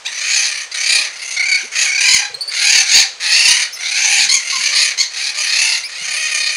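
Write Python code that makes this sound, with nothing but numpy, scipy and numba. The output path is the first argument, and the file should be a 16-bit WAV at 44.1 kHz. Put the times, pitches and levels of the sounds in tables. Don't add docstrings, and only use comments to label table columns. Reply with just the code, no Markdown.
import sys
import numpy as np
from scipy import signal
from scipy.fft import rfft, irfft
from scipy.io import wavfile
from scipy.ndimage import uniform_filter1d
from numba import njit

SR = 44100
rng = np.random.default_rng(int(sys.argv[2]) if len(sys.argv) > 2 else 0)


def attenuation_scalar(level_db):
    decades = np.asarray(level_db, float) / 20
    return 10 ** decades


def dump(signal):
    limited = np.clip(np.atleast_2d(signal).T, -1, 1)
    pcm = np.round(limited * 32767).astype(np.int16)
    wavfile.write(sys.argv[1], SR, pcm)


N = 289296

# pitch_hz, level_db (per Hz)
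HUM_COLOUR = [(20, -10.5), (60, -12), (300, -10.5), (480, 1), (2200, 4), (6500, -0.5), (9000, -9),
              (15000, -43)]
# start_s, ring_hz, level_db, t60_s
KNOCKS = [(0.956, 352, -41, 0.51), (1.614, 234, -47, 0.29), (1.629, 440, -44, 0.45), (1.76, 458, -34, 0.12),
          (2.289, 462, -42.5, 1), (2.299, 154, -47, 0.33), (2.451, 494, -48.5, 0.74), (3.051, 448, -48, 1),
          (4.172, 223, -31, 0.16), (4.2, 248, -42, 0.72), (4.55, 208, -51, 1), (6.009, 177, -49, 0.62)]
# start_s, length_s, from_hz, to_hz, level_db
PEEPS = [(0.062, 0.019, 3420, 3770, -24), (2.343, 0.014, 3960, 4360, -22),
         (2.408, 0.022, 4480, 4650, -19.5), (2.453, 0.016, 12300, 11900, -73),
         (2.477, 0.027, 4720, 4630, -22), (3.725, 0.053, 5370, 5320, -31), (3.73, .03, 6000, 6100, -32),
         (4.523, 0.074, 1106, 1030, -31), (5.385, 0.036, 4980, 4690, -25),
         (5.831, 0.0525, 2084, 2515, -30.5), (5.834, 0.045, 4020, 5400, -26)]
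# start_s, loudest_s, end_s, level_db, pitch_hz (at the loudest moment)
CLEAR_CALLS = [
    (1.363, 1.568, 1.595, -19, 769),
    (1.857, 2.03, 2.253, -19, 796.3),
]
STEADY_CALLS = [
    (.712, 0.938, 1.039, -22.5, 800),
    (3.217, 3.452, 3.57, -17, 927),
    (5.441, 5.618, 5.75, -22, 873),
]
RISING_CALLS = [
    (.047, 0.067, 0.09, -25.5, 930),
    (2.485, 2.575, 2.64, -30.5, 736),
    (3.757, 4.002, 4.2, -25.5, 875.6),
    (5.886, 6.05, 6.1, -28.5, 758.5),
]
LOW_CALLS = [
    (0.084, 0.328, .63, -23.5, 628.7),
    (0.74, 0.926, 1.06, -20.5, 634),
    (1.095, 1.333, 1.37, -30, 711),
    (1.58, 1.603, 1.67, -33, 729),
    (1.721, 1.814, 1.885, -20, 631),
    (3.198, 3.329, 3.63, -20, 637),
    (4.597, 4.664, 4.72, -19.5, 601),
    (4.696, 4.804, 4.91, -19.5, 605),
    (5.105, 5.191, 5.32, -29, 633.5),
    (5.341, 5.401, 5.62, -22, 624),
]
MIDDLE_CALLS = [(0.199, 0.353, .47, -24, 819), (1.713, 1.833, 1.86, -24.5, 835),
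                (2.509, 2.698, 2.82, -18.5, 788), (2.581, 2.749, 2.82, -18, 902.5),
                (2.852, 3.001, 3.02, -18.5, 792), (2.86, 2.958, 3.02, -17.5, 902.6),
                (3.299, 3.505, 3.64, -23, 758.4), (3.801, 4.199, 4.25, -19, 798.6),
                (3.952, 4.198, 4.24, -20, 906.4), (4.392, 4.503, 4.64, -25.5, 736),
                (5.131, 5.257, 5.31, -26.5, 818), (5.451, 5.659, 5.78, -22, 709),
                (5.886, 6.119, 6.56, -30.5, 736)]
SHRILL_CALLS = [
    (2.002, 2.13, 2.2, -17, 1044),
    (4.287, 4.35, 4.385, -18.5, 1123),
    (4.491, 4.534, 4.6, -34, 1043),
    (4.745, 4.765, 4.85, -24, 1040),
    (4.973, 5.005, 5.035, -20.5, 1130),
]
DRONE_CALLS = [
    (6.049, 6.169, 6.56, -24.5, 619),
]
# throb_hz, depth (0-1), pitch_rise (share), swell_db, fade_db
VOICE = [(33.27, 0.97, .06, 4.5, 7), (34.6, .85, .09, 12, 4), (32.55, 0.79, 0.25, 10.5, 8),
         (33.29, .6, .05, 11.5, 5.5), (37.09, .6, .12, 13, 3), (38.36, 0.5, .1, 8, 7),
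         (34.42, 0.76, .02, 7.5, -1)]
REED = [(.08, .13, 0), (.12, .1, -.045), (.13, .1, -.02), (.32, .08, .05), (.28, .08, .02), (.24, .08, .06),
        (.15, .07, .01)]
# first_hz, second_db, third_db, fourth_db
THROAT = [(2104, -0.5, 1, -7.5), (2490, 4.5, 5, -1), (2360, 2.5, 3, -2), (2423, 3, 3, -3.5),
          (2440, 3.5, 4, -3), (2564, 7, 6.5, -0.5), (2290, 1.5, 0, -1)]
# centre_hz, width_hz
UPPER = [(4400, 1440), (6300, 810), (9300, 1420)]
# centre_hz, width_hz, level_db
CHEST = (1196, 930, -23)
# centre_hz, width_hz, level_db
AIR = (13000, 5900, -37)

TOP_HZ = 15650
HUM_DB, OVERTONE_DB = -44, -12
WALL_T60_S, WALL_DB, WALL_DAMP_HZ, WALL_GAP_S = .36, -9, 5800, 0.0038
ATTACK_S, RELEASE_S, RELEASE_DB = 0.0063, 0.0887, 33.5
BEAK_PER_DB, DULL_PER_DB, ROUGH_PER_DB = .011, 0.2, .012
FIRST_WIDTH_HZ, BEAK_MID_HZ, BEAK_TOP_HZ = 1210, 2350, 10500
BEAK_FOLLOW, BEAK_WANDER, FLICKER_DB = .4, .032, 2.5
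OPEN_SHARE, THROB_SCATTER_DB, THROB_DETUNE = .63, 1.3, .018
PIPE_HZ, LOCK_DB, LOCK_ROUGH = 2500, -15, .16
JITTER, SHIMMER, BREATH_DB, VEIL_HZ = .15, 1.4, 1, 5200
DRIVE_DB, SQUEEZE = 4.5, .55
LONGEST = 33000


def level(x, db):
    return x * attenuation_scalar(db) / np.sqrt(np.mean(x ** 2))


def chance(count):
    return rng.standard_normal(max(count, LONGEST))[:count]


def walk(rate, count):
    k = max(int(SR / rate), 2)
    noise = chance(max(count, LONGEST))
    smooth = uniform_filter1d(uniform_filter1d(noise, k), k)
    return smooth[:count] * np.sqrt(1.5 * k)


def hum():
    hz, db = np.transpose(HUM_COLOUR)
    bins = np.log(np.fft.rfftfreq(N, 1 / SR) + 1)
    colour = attenuation_scalar(np.interp(bins, np.log(hz), db))
    air = irfft(rfft(rng.standard_normal(N)) * colour, N)
    return level(air, HUM_DB) * attenuation_scalar(0.28 * walk(14, N))


def walls(x):
    t = np.arange(int(.6 * SR)) / SR
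    noise = rng.standard_normal(len(t)) * (t > WALL_GAP_S)
    low = signal.sosfilt(signal.butter(1, WALL_DAMP_HZ, fs=SR, output="sos"), noise)
    tail = low * attenuation_scalar(-60 * t / WALL_T60_S) + (noise - low) * attenuation_scalar(-120 * t / WALL_T60_S)
    tail = tail * attenuation_scalar(WALL_DB) / np.sqrt(np.sum(tail ** 2))
    return signal.fftconvolve(x, tail)[:N]


def knocks():
    out, t = np.zeros(N), np.arange(SR // 2) / SR
    for start, hz, db, t60 in KNOCKS:
        phase = 2 * np.pi * np.cumsum(hz * (1 + 0.1204 * walk(38, len(t)))) / SR
        scuff = (0.3 + 0.63 * walk(67, len(t))) * np.minimum(t / 0.012, 1)
        out[int(start * SR):][:len(t)] += attenuation_scalar(db - 60 * t / t60) * scuff * np.sin(phase)
    return out


def peeps():
    out = np.zeros(N)
    for start, length, from_hz, to_hz, db in PEEPS:
        x = np.linspace(0, 1, int(length * SR))
        glide = to_hz + (from_hz - to_hz) * np.exp(-x / .3)
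        phase = 2 * np.pi * np.cumsum(glide * (1 + .03 * walk(400, len(x)))) / SR
        overtones = np.sin(2 * phase) + 0.076 * np.sin(3 * phase)
        tone = np.sin(phase) + attenuation_scalar(OVERTONE_DB) * overtones * (to_hz < TOP_HZ / 2)
        tone = tone + attenuation_scalar(-33.0) * np.diff(chance(len(x) + 1))
        shape = np.minimum(np.minimum(x / 0.041, (1 - x) / 0.34), 1)
        out[int(start * SR):][:len(x)] += attenuation_scalar(db) * tone * shape
    return out


def effort(t, start, top, end, swell_db, fade_db):
    swell = np.clip((top - t) / (top - start), 0, 1) ** 1.5
    fade = np.clip((t - top) / max(end - top, .001), 0, 1)
    release = np.clip(t - end, 0, 1) / RELEASE_S
    return -swell_db * swell - fade_db * fade - RELEASE_DB * release


def squawk(hz, throb_hz, depth, rough, droop):
    size = len(hz)
    depth, rough = np.clip(depth, 0, 1), np.clip(rough, 0, 1)
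    count, throb = np.divmod(np.cumsum(throb_hz * (1 + .015 * walk(30, size))) / SR, 1)
    strength, detune = rng.standard_normal((64, 2))[count.astype(int)].T
    gate = np.clip(np.minimum(throb / .04, (OPEN_SHARE + .22 - throb) / .25), 0, 1)
    hz = hz * (1 + depth * (droop * (np.exp(-throb / .3) - .3) + THROB_DETUNE * detune))
    hz = hz * (1 + JITTER * rough * walk(350, size))
    phase = 2 * np.pi * np.cumsum(hz) / SR
    step = max(round(PIPE_HZ / hz.mean()), 1)
    off = attenuation_scalar(LOCK_DB * np.clip(1.5 - 1.5 * rough / LOCK_ROUGH, 0, 1))
    tone = np.zeros(size)
    for k in range(1, 26):
        veil = 1 + depth * (k * hz / VEIL_HZ) ** 4
        weight = (k * hz < TOP_HZ) * (off if k % step else 1) / veil
        tone += weight * np.cos(k * phase + k * k)
    tone = tone * np.sqrt(hz / TOP_HZ * 2 / (off ** 2 + (1 - off ** 2) / step))
    hiss = signal.lfilter([1, -.6], 1, chance(size))
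    breath = attenuation_scalar(BREATH_DB) * np.sqrt(rough + .06) * hiss
    tone = tone * (1 + SHIMMER * rough * walk(1100, size)) + breath
    return tone * (1 - depth + depth * gate) * attenuation_scalar(THROB_SCATTER_DB * depth * strength)


@njit
def svf(x, hz, width):
    y, b, l = np.empty(len(x)), 0., 0.
    for i in range(len(x)):
        g, k = np.tan(np.pi * hz[i] / SR), width / hz[i]
        v = (b + g * (x[i] - l)) / (1 + g * (g + k))
        b, l, y[i] = 2 * v - b, l + 2 * g * v, k * v
    return y


def resonance(x, hz, width_hz):
    hz = hz + np.zeros(len(x))
    once = svf(x, hz, 1. * width_hz)
    return svf(once, hz, 1. * width_hz)


def throat(reed, push_db, first_hz, *upper_db):
    def ring(hz, width_hz):
        return resonance(reed, hz, width_hz) * np.sqrt(TOP_HZ / width_hz)

    count = len(reed)
    first_hz = first_hz * (1 + BEAK_PER_DB * push_db)
    opening = (first_hz / BEAK_MID_HZ) ** BEAK_FOLLOW
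    out = ring(first_hz, FIRST_WIDTH_HZ)
    for (hz, width_hz), rel_db in zip(UPPER, upper_db):
        centre = hz * opening * (1 + BEAK_WANDER * walk(16.0, count))
        bright_db = rel_db + DULL_PER_DB * push_db + FLICKER_DB * walk(18.4, count)
        out = out + attenuation_scalar(bright_db) * ring(centre, width_hz)
    out = signal.sosfilt(signal.butter(4, BEAK_TOP_HZ, fs=SR, output="sos"), out)
    chest_hz, chest_width_hz, chest_db = CHEST
    out = out + attenuation_scalar(chest_db + 2 * FLICKER_DB * walk(16, count)) * ring(chest_hz, chest_width_hz)
    air_hz, air_width_hz, air_db = AIR
    return out + attenuation_scalar(upper_db[2] + air_db + 9) * ring(air_hz, air_width_hz)


def flock():
    out = np.zeros(N)
    birds = (CLEAR_CALLS, STEADY_CALLS, RISING_CALLS, LOW_CALLS, MIDDLE_CALLS, SHRILL_CALLS, DRONE_CALLS)
    for calls, voice, (rough, droop, sag), shape in zip(birds, VOICE, REED, THROAT):
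        throb_hz, depth, rise, swell_db, fade_db = voice
        for start, top, end, db, hz in calls:
            first = int(start * SR)
            t = np.arange(first, min(int((end + RELEASE_S) * SR), N)) / SR
            effort_db = effort(t, start, top, end, swell_db, fade_db)
            push_db = np.maximum(effort_db, -15)
            before = np.clip((top - t) / (top - start), 0, 1)
            after = np.clip((t - top) / (end - top), 0, 2)
            pitch = hz * (1 - rise * before - sag * after)
            call_rough = rough - ROUGH_PER_DB * np.minimum(push_db + 3, 0)
            reed = squawk(pitch, throb_hz, depth, call_rough, droop)
            attack = np.minimum((t - t[0]) / ATTACK_S, 1)
            out[first:first + len(t)] += throat(reed, push_db, *shape) * attenuation_scalar(db + effort_db) * attack
    return out


def scene():
    birds = flock() + peeps()
    return (birds + walls(birds) + knocks() + hum())[None]


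def roll_off(x):
    return signal.sosfilt(signal.butter(12, 15690, fs=SR, output="sos"), x)


def record(dry):
    squeezed = np.tanh(SQUEEZE * dry * attenuation_scalar(DRIVE_DB)) / SQUEEZE
    clipped = np.clip(squeezed, -1, 1)
    mix = signal.sosfilt(signal.ellip(8, .2, 65, TOP_HZ, fs=SR, output="sos"), clipped)
    return roll_off(mix)


dry = scene()
out = record(dry)
dump(out)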